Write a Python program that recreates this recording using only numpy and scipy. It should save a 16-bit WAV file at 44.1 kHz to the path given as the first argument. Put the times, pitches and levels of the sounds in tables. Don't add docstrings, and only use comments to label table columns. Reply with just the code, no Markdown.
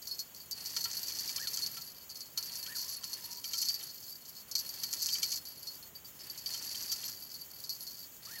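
import sys
import numpy as np
from scipy import signal
from scipy.fft import rfft, irfft, next_fast_len
from scipy.io import wavfile

SR = 44100
rng = np.random.default_rng(int(sys.argv[2]) if len(sys.argv) > 2 else 0)


def wav_out(sig):
    wavfile.write(sys.argv[1], SR, np.round(np.clip(np.atleast_2d(sig).T, -1, 1) * 32767).astype(np.int16))


N = 370440
TIME_S = np.arange(N) / SR


def amp(db):
    return 10 ** (np.asarray(db) / 20)

def spectral_gain(spectrum, hz):
    corner_hz, db = np.transpose(spectrum)
    return amp(np.interp(np.log(hz + 1), np.log(corner_hz), db))

def wobble(rate_hz):
    knots = rng.standard_normal(int(N * rate_hz / SR) + 2)
    return np.interp(TIME_S * rate_hz, np.arange(len(knots)), knots)

def filtered(x, response):
    size = next_fast_len(N + SR // 2)
    return irfft(rfft(x, size) * response(np.fft.rfftfreq(size, 1 / SR)), size)[..., :N]

def noise(spectrum):
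    x = filtered(rng.standard_normal(N), lambda hz: spectral_gain(spectrum, hz))
    return x / np.sqrt(np.mean(x ** 2))

def resonate(x, modes):
    return filtered(x, lambda f: sum(
        (-1) ** k * amp(db) * 1j * f * width / (centre ** 2 - f ** 2 + 1j * f * width)
        for k, (centre, width, db) in enumerate(modes)))

def place(times, sounds):
    at = np.round(times * SR).astype(int)[:, None] + np.arange(sounds.shape[1])
    return np.bincount(at.ravel(), sounds.ravel(), N)[:N]

def bursts(levels_db, t60_s, size=1024):
    puff = rng.standard_normal((len(levels_db), size)) * amp(-60 * np.arange(size) / SR / t60_s)
    return puff * (amp(levels_db) / np.linalg.norm(puff, axis=1))[:, None]

def spells(rows, rise_s, fall_s):
    gain = np.zeros(N)
    for start, stop, db in rows:
        a, b = np.searchsorted(TIME_S, [start, stop + 8 * fall_s])
        t = TIME_S[a:b]
        gain[a:b] += amp(db) * (1 - np.exp((start - t) / rise_s)) * np.exp(np.minimum(stop - t, 0) / fall_s)
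    return gain


# frequency_hz, relative_density_db
RIVER_SPECTRUM = [(15, -43), (25, -3), (119, 1), (166, 0.5), (251, -2), (285, -2.5), (323, -3.5), (726, -7),
                  (1380, -8.5), (1740, -10), (2800, -11), (3050, -5.5), (3600, -13.5), (4680, -36),
                  (7920, -120)]
HISS_SPECTRUM = [(2500, -26), (3600, -10.5), (5000, -12), (6900, 2), (8500, -9.5), (10000, -11),
                 (12000, -5), (13300, 5.5), (14500, -4.5), (15700, 5)]

def riverside():
    murmur = amp(-62 + 0.78 * wobble(3.114)) * noise(RIVER_SPECTRUM)
    hiss = amp(-49.5 + 2.5 * wobble(24)) * noise(HISS_SPECTRUM)
    return murmur + hiss

def wavering_tone(course, waver, flicker_db):
    times, pitches, levels = np.transpose(course)
    gate = np.clip(np.minimum(TIME_S - times[0], times[-1] - TIME_S) / 0.0039, 0, 1)
    db = np.interp(TIME_S, times, levels) + flicker_db * wobble(120)
    hz = np.interp(TIME_S, times, pitches) * (1 + waver * wobble(250))
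    return gate * amp(db) * np.sin(2 * np.pi * np.cumsum(hz) / SR)


# time_s, pitch_hz, level_db
LINE_COURSE = [(2.5, 933.4, -71), (2.8, 996, -67), (2.98, 1160, -68), (3.06, 990, -69.5), (3.2, 997, -71),
               (3.32, 948.8, -60), (3.42, 997, -69), (3.65, 950, -76)]

def taut_line():
    return wavering_tone(LINE_COURSE, waver=0.041, flicker_db=4)


# top_s, rise_s, fall_s, top_pitch_hz, climb_octaves, level_db
WHISTLE_ARCHES = [(1.427, 0.058, 0.057, 1810, 0.91, -48.5), (2.728, 0.062, 0.047, 1815, .45, -49.5),
                  (8.362, .095, .045, 1884, .8, -51.5)]

def whistles(drop_octaves=0.5, fade_db=8):
    position = np.linspace(-1, 1, 21)
    droop = 1 - np.cos(position * np.pi / 2)
    out = np.zeros(N)
    for top_s, rise_s, fall_s, hz, climb_octaves, db in WHISTLE_ARCHES:
        times = top_s + position * np.where(position < 0, rise_s, fall_s)
        octaves = droop * np.where(position < 0, climb_octaves, drop_octaves)
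        course = np.c_[times, hz * 2 ** -octaves, db - fade_db * np.abs(position)]
        out += wavering_tone(course, waver=0.04, flicker_db=3)
    return out


# start_s, stop_s, whirr_db, shake_db
CRANK_SPELLS = [(0.549, 0.92, -57.5, -49), (0.922, 1.672, -58, -46), (1.707, 1.798, -63, -52),
                (2.362, 2.963, -60.5, -50.5), (3.005, 3.318, -62.5, -52), (3.461, 3.846, -61, -47),
                (4.553, 4.92, -61, -50.5), (4.927, 5.362, -59.5, -44.5), (6.178, 6.454, -65.5, -57),
                (6.463, 7.097, -58.5, -46), (8.219, 8.402, -64, -54.5)]
# frequency_hz, relative_density_db
GEAR_SPECTRUM = [(50, -5), (110, 2), (300, -3.5), (700, -7), (960, -4), (1150, -5.5), (1400, -5.5),
                 (1600, -3.5), (1830, 1.5), (2150, -4.5), (2800, -0.5), (4000, -2.5), (8000, -3.5)]

def gear_whirr(idle_db=-72):
    drive = spells(np.array(CRANK_SPELLS)[:, :3], rise_s=0.027, fall_s=0.04) + amp(idle_db)
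    return drive * amp(5.5 + 2.8 * wobble(130)) * noise(GEAR_SPECTRUM)


# start_s, frame_db, body_db
ROTOR_KNOCKS = [(0.7656, -33.5, -48.5), (0.853, -34, -49.5), (1.107, -43, -63), (1.2885, -34.5, -59),
                (1.3794, -35, -57), (1.47, -34, -54.5), (1.5743, -38.5, -54.5), (1.7691, -38.5, -54.5),
                (2.3743, -32, -52.5), (2.495, -40, -68), (2.6634, -38, -57), (3.032, -42, -58.5),
                (3.4417, -35.5, -56), (3.535, -32, -52), (3.6237, -37, -62.5), (3.694, -39.5, -66.5),
                (3.81, -38, -60.5), (4.5524, -38.5, -51.5), (4.8334, -36.5, -54.5), (4.9327, -38, -53.5),
                (5.086, -29, -55.5), (5.1526, -34.5, -59.5), (5.229, -27.5, -56), (5.3238, -40, -70),
                (6.4619, -40, -61.5), (6.543, -35.5, -61), (6.746, -35, -71), (6.9174, -34.5, -60),
                (7.033, -35, -60)]
# centre_hz, bandwidth_hz, gain_db
FRAME_MODES = [(2320, 59, -0.5), (3120, 100, 4.5), (3560, 200, -5), (3930, 300, -7)]
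BODY_MODES = [(948.7, 19.7, -6.5), (1352, 20.6, 3.5), (1894, 65.4, -7)]

def rotor_knocks():
    times, frame_db, body_db = np.transpose(ROTOR_KNOCKS)
    frame = resonate(place(times, bursts(frame_db + 31, t60_s=0.047)), FRAME_MODES)
    body = resonate(place(times, bursts(body_db + 50, t60_s=0.053)), BODY_MODES)
    return frame + body


# start_s, stop_s, shake_db
ROD_SWAYS = [(0, 0.2, -52), (0.33, 0.4, -53.5), (0.51, 0.6, -57.5), (1.8, 1.98, -54), (2.07, 2.27, -57),
             (2.72, 2.94, -49), (3.3, 3.45, -53), (3.87, 4.42, -56.5), (5.46, 5.75, -56),
             (7.1, 7.42, -55.5), (7.49, 8.02, -55)]

def shaking_db(strikes, jolt_decay_s=0.012, rest_db=-69.5):
    motions = np.vstack([np.array(CRANK_SPELLS)[:, [0, 1, 3]], ROD_SWAYS])
    driven = spells(motions, rise_s=0.0079, fall_s=0.025)
    knocks = np.array(ROTOR_KNOCKS)
    jolt_db = np.r_[strikes[:, 1] - 25, knocks[:, 1] - 8.5]
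    jolt_energy = place(np.r_[strikes[:, 0], knocks[:, 0]], amp(jolt_db)[:, None] ** 2)
    stirred = signal.lfilter([1], [1, -np.exp(-1 / (jolt_decay_s * SR))], jolt_energy)
    return 10 * np.log10(driven ** 2 + stirred + amp(rest_db) ** 2)

def clatter(strikes, reference_db=-42, reference_rate_hz=290, chances=4000):
    moment, luck, force = rng.random((chances, 3)).T
    at = ((np.arange(chances) + moment) * N / chances).astype(int)
    clump_db = 2 * wobble(35)
    effort_db = (shaking_db(strikes) + clump_db)[at] - reference_db
    tick_db = -28 + effort_db + 5 * (2 * force - 1)
    ring_db = 0.59 * effort_db
    lean_db = 3 * wobble(25)[at]
    hits = np.c_[at / SR, tick_db, -48 + ring_db + lean_db, -46.5 + ring_db - lean_db]
    rate_hz = reference_rate_hz * amp(0.55 * effort_db)
    return hits[luck < rate_hz * N / SR / chances]

def bounces(strikes, gap_s=0.005, loss_db=3, dull_db=4, count=3):
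    delay = np.cumsum(gap_s * rng.uniform(0.3, 1.7, (len(strikes), count)), axis=1)
    drop = loss_db * np.arange(1, count + 1) + rng.normal(0, 1.7, delay.shape)
    ring_drop = drop + dull_db
    return np.vstack([strikes + np.c_[delay[:, k], -drop[:, k], -ring_drop[:, k], -ring_drop[:, k]]
                      for k in range(count)])


# frequency_hz, gain_db
SKID_SPECTRUM = [(1000, -36), (3400, -86), (4300, 11), (5200, 5), (6000, 7.5), (7200, -3), (8300, -13),
                 (9600, -28), (11500, -4), (15500, -15)]

def pellet_ticks(times, tick_db, snap_hz=6330, snap_width_s=0.00009):
    t = np.arange(-32, 96) / SR
    hz = snap_hz * np.exp(0.052 * rng.standard_normal((len(times), 1)))
    snaps = amp(tick_db[:, None] - 4) * np.cos(2 * np.pi * hz * t) / np.cosh(t / snap_width_s)
    skid_db = tick_db + 9 + 0.092 * np.minimum(tick_db + 34, 0)
    skids = place(times, bursts(skid_db, t60_s=0.043))
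    return place(times, snaps) + filtered(skids, lambda f: spectral_gain(SKID_SPECTRUM, f))

def shell_ring(times, levels_db, modes, upper_db, upper_growth, scatter_db, flutter_db):
    t = np.arange(SR // 5) / SR
    attack = 1 - np.exp(-t / 0.0003)
    overtone_db = upper_db + upper_growth * (levels_db + 40.5)
    out = np.zeros(N)
    for k, (hz, db, t60_s) in enumerate(modes):
        blow_db = levels_db
        if k > 0:
            blow_db = overtone_db + scatter_db * rng.standard_normal(len(times)).clip(-2, 1.5)
        blows = place(times, amp(blow_db + db)[:, None])
        impulse_response = attack * amp(-60 * t / t60_s) * np.sin(2 * np.pi * hz * t)
        flutter = amp(flutter_db * hz / modes[0][0] * wobble(70).clip(-1.5, 1))
        out += signal.oaconvolve(blows, impulse_response)[:N] * flutter
    return out


# start_s, tick_db, low_bell_db, high_bell_db
PELLET_STRIKES = [(0.0724, -24, -38.5, -47), (0.1119, -38.5, -35, -52), (0.192, -22.5, -36.5, -45),
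                  (0.5115, -22, -50, -37), (0.5777, -36, -52, -50.5), (0.6588, -22.5, -36.5, -38),
                  (0.7641, -22.5, -32.5, -40), (0.8096, -22, -38, -44), (0.841, -18, -31.5, -31.5),
                  (0.9688, -27, -37, -35), (1.0311, -26, -48, -33), (1.188, -20.5, -39, -38),
                  (1.277, -23.5, -48, -33.5), (1.292, -22, -43, -44.5), (1.3613, -20, -36, -36),
                  (1.4722, -23, -30.5, -46), (1.572, -19, -47, -45), (1.6203, -37, -32, -43),
                  (1.663, -22, -52, -50), (1.875, -36.5, -54.5, -49), (2.1, -30.5, -57.5, -57),
                  (2.156, -32.5, -55, -63), (2.206, -27, -57.5, -45), (2.3754, -19.5, -28, -53),
                  (2.4267, -25.5, -32.5, -53), (2.5554, -24, -54, -52), (2.628, -29, -37, -46),
                  (2.7604, -29, -36, -44), (2.903, -39.5, -51.5, -51), (3.041, -24, -31, -45),
                  (3.1313, -24.5, -34, -43.5), (3.242, -30, -35.5, -56.5), (3.4425, -26, -56, -48),
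                  (3.5336, -20, -35.5, -37), (3.5804, -23, -38, -46), (3.6164, -18.5, -32, -37.5),
                  (3.6513, -23, -41, -40), (3.686, -16.5, -46.5, -29), (3.742, -25, -53.5, -32.5),
                  (4.08, -46, -43, -54), (4.2557, -35.5, -53, -62), (4.398, -49, -61.5, -51),
                  (4.5136, -23.5, -38, -47), (4.5528, -15.5, -27, -40), (4.582, -21, -41, -30),
                  (4.598, -22.5, -40, -36), (4.6913, -26.5, -53, -37.5), (4.834, -18, -39, -35),
                  (4.929, -16.5, -47, -42), (5.0199, -20.5, -39, -32), (5.0597, -17, -36, -36),
                  (5.128, -21.5, -49, -30.5), (5.184, -24.5, -51, -35), (5.229, -18, -31, -48),
                  (5.2515, -36, -45, -32), (5.3185, -19, -47, -44.5), (5.358, -30, -47, -51),
                  (5.453, -31, -43, -42.5), (5.471, -37, -54, -34.5), (5.671, -28, -37, -54),
                  (5.8264, -46, -46, -62), (5.953, -42, -58, -44.5), (6.0457, -45, -70, -48),
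                  (6.192, -37, -52, -62.5), (6.2987, -31, -55, -39), (6.376, -29, -52, -42),
                  (6.4599, -28, -47, -31.5), (6.5378, -23, -49, -46), (6.6256, -25.5, -50, -44),
                  (6.6748, -35, -51.5, -38), (6.8253, -23.5, -51, -42), (6.9173, -17.5, -47, -48),
                  (7.08, -24, -55, -47), (7.2248, -44.5, -63, -40.5), (7.3405, -35.5, -45, -47),
                  (7.639, -31, -48.5, -38), (7.6939, -23.5, -34.5, -35), (7.8071, -34, -43, -48),
                  (7.8678, -31, -41, -47.5), (8.0287, -43, -44.5, -56), (8.2516, -32, -58, -47.5)]
# pitch_hz, relative_level_db, t60_s
LOW_MODES = [(4362, 0, .12), (5187, -10.5, .11), (11247, -5, .055), (12198, -6, .055), (13515, -20, .06),
             (14241, -22, .07), (15540, -20, .07)]
HIGH_MODES = [(4628, 0, .115), (5280, -18, .1), (11417, -6, .055), (12666, -5.5, .05), (14453, -22, .07),
              (15652, -20, .07)]

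def pellet_bells():
    strikes = np.array(PELLET_STRIKES)
    loose = clatter(strikes)
    times, tick_db, low_db, high_db = np.vstack([strikes, bounces(strikes), loose]).T
    low = shell_ring(times, low_db, LOW_MODES,
                     upper_db=-41.5, upper_growth=0.66, scatter_db=3.5, flutter_db=2)
    high = shell_ring(times, high_db, HIGH_MODES,
                      upper_db=-42, upper_growth=0.8, scatter_db=4, flutter_db=3)
    return amp(-1.06) * (low + high) + pellet_ticks(times, tick_db)

def scene():
    mono = whistles() + pellet_bells() + rotor_knocks() + gear_whirr() + riverside() + taut_line()
    return np.array([mono, mono])

def record(dry, bass_hz=52, top_hz=15830):
    return filtered(dry, lambda hz: (hz < top_hz) * hz ** 2 / np.hypot(hz ** 2, bass_hz ** 2))


dry = scene()
out = record(dry)
wav_out(out)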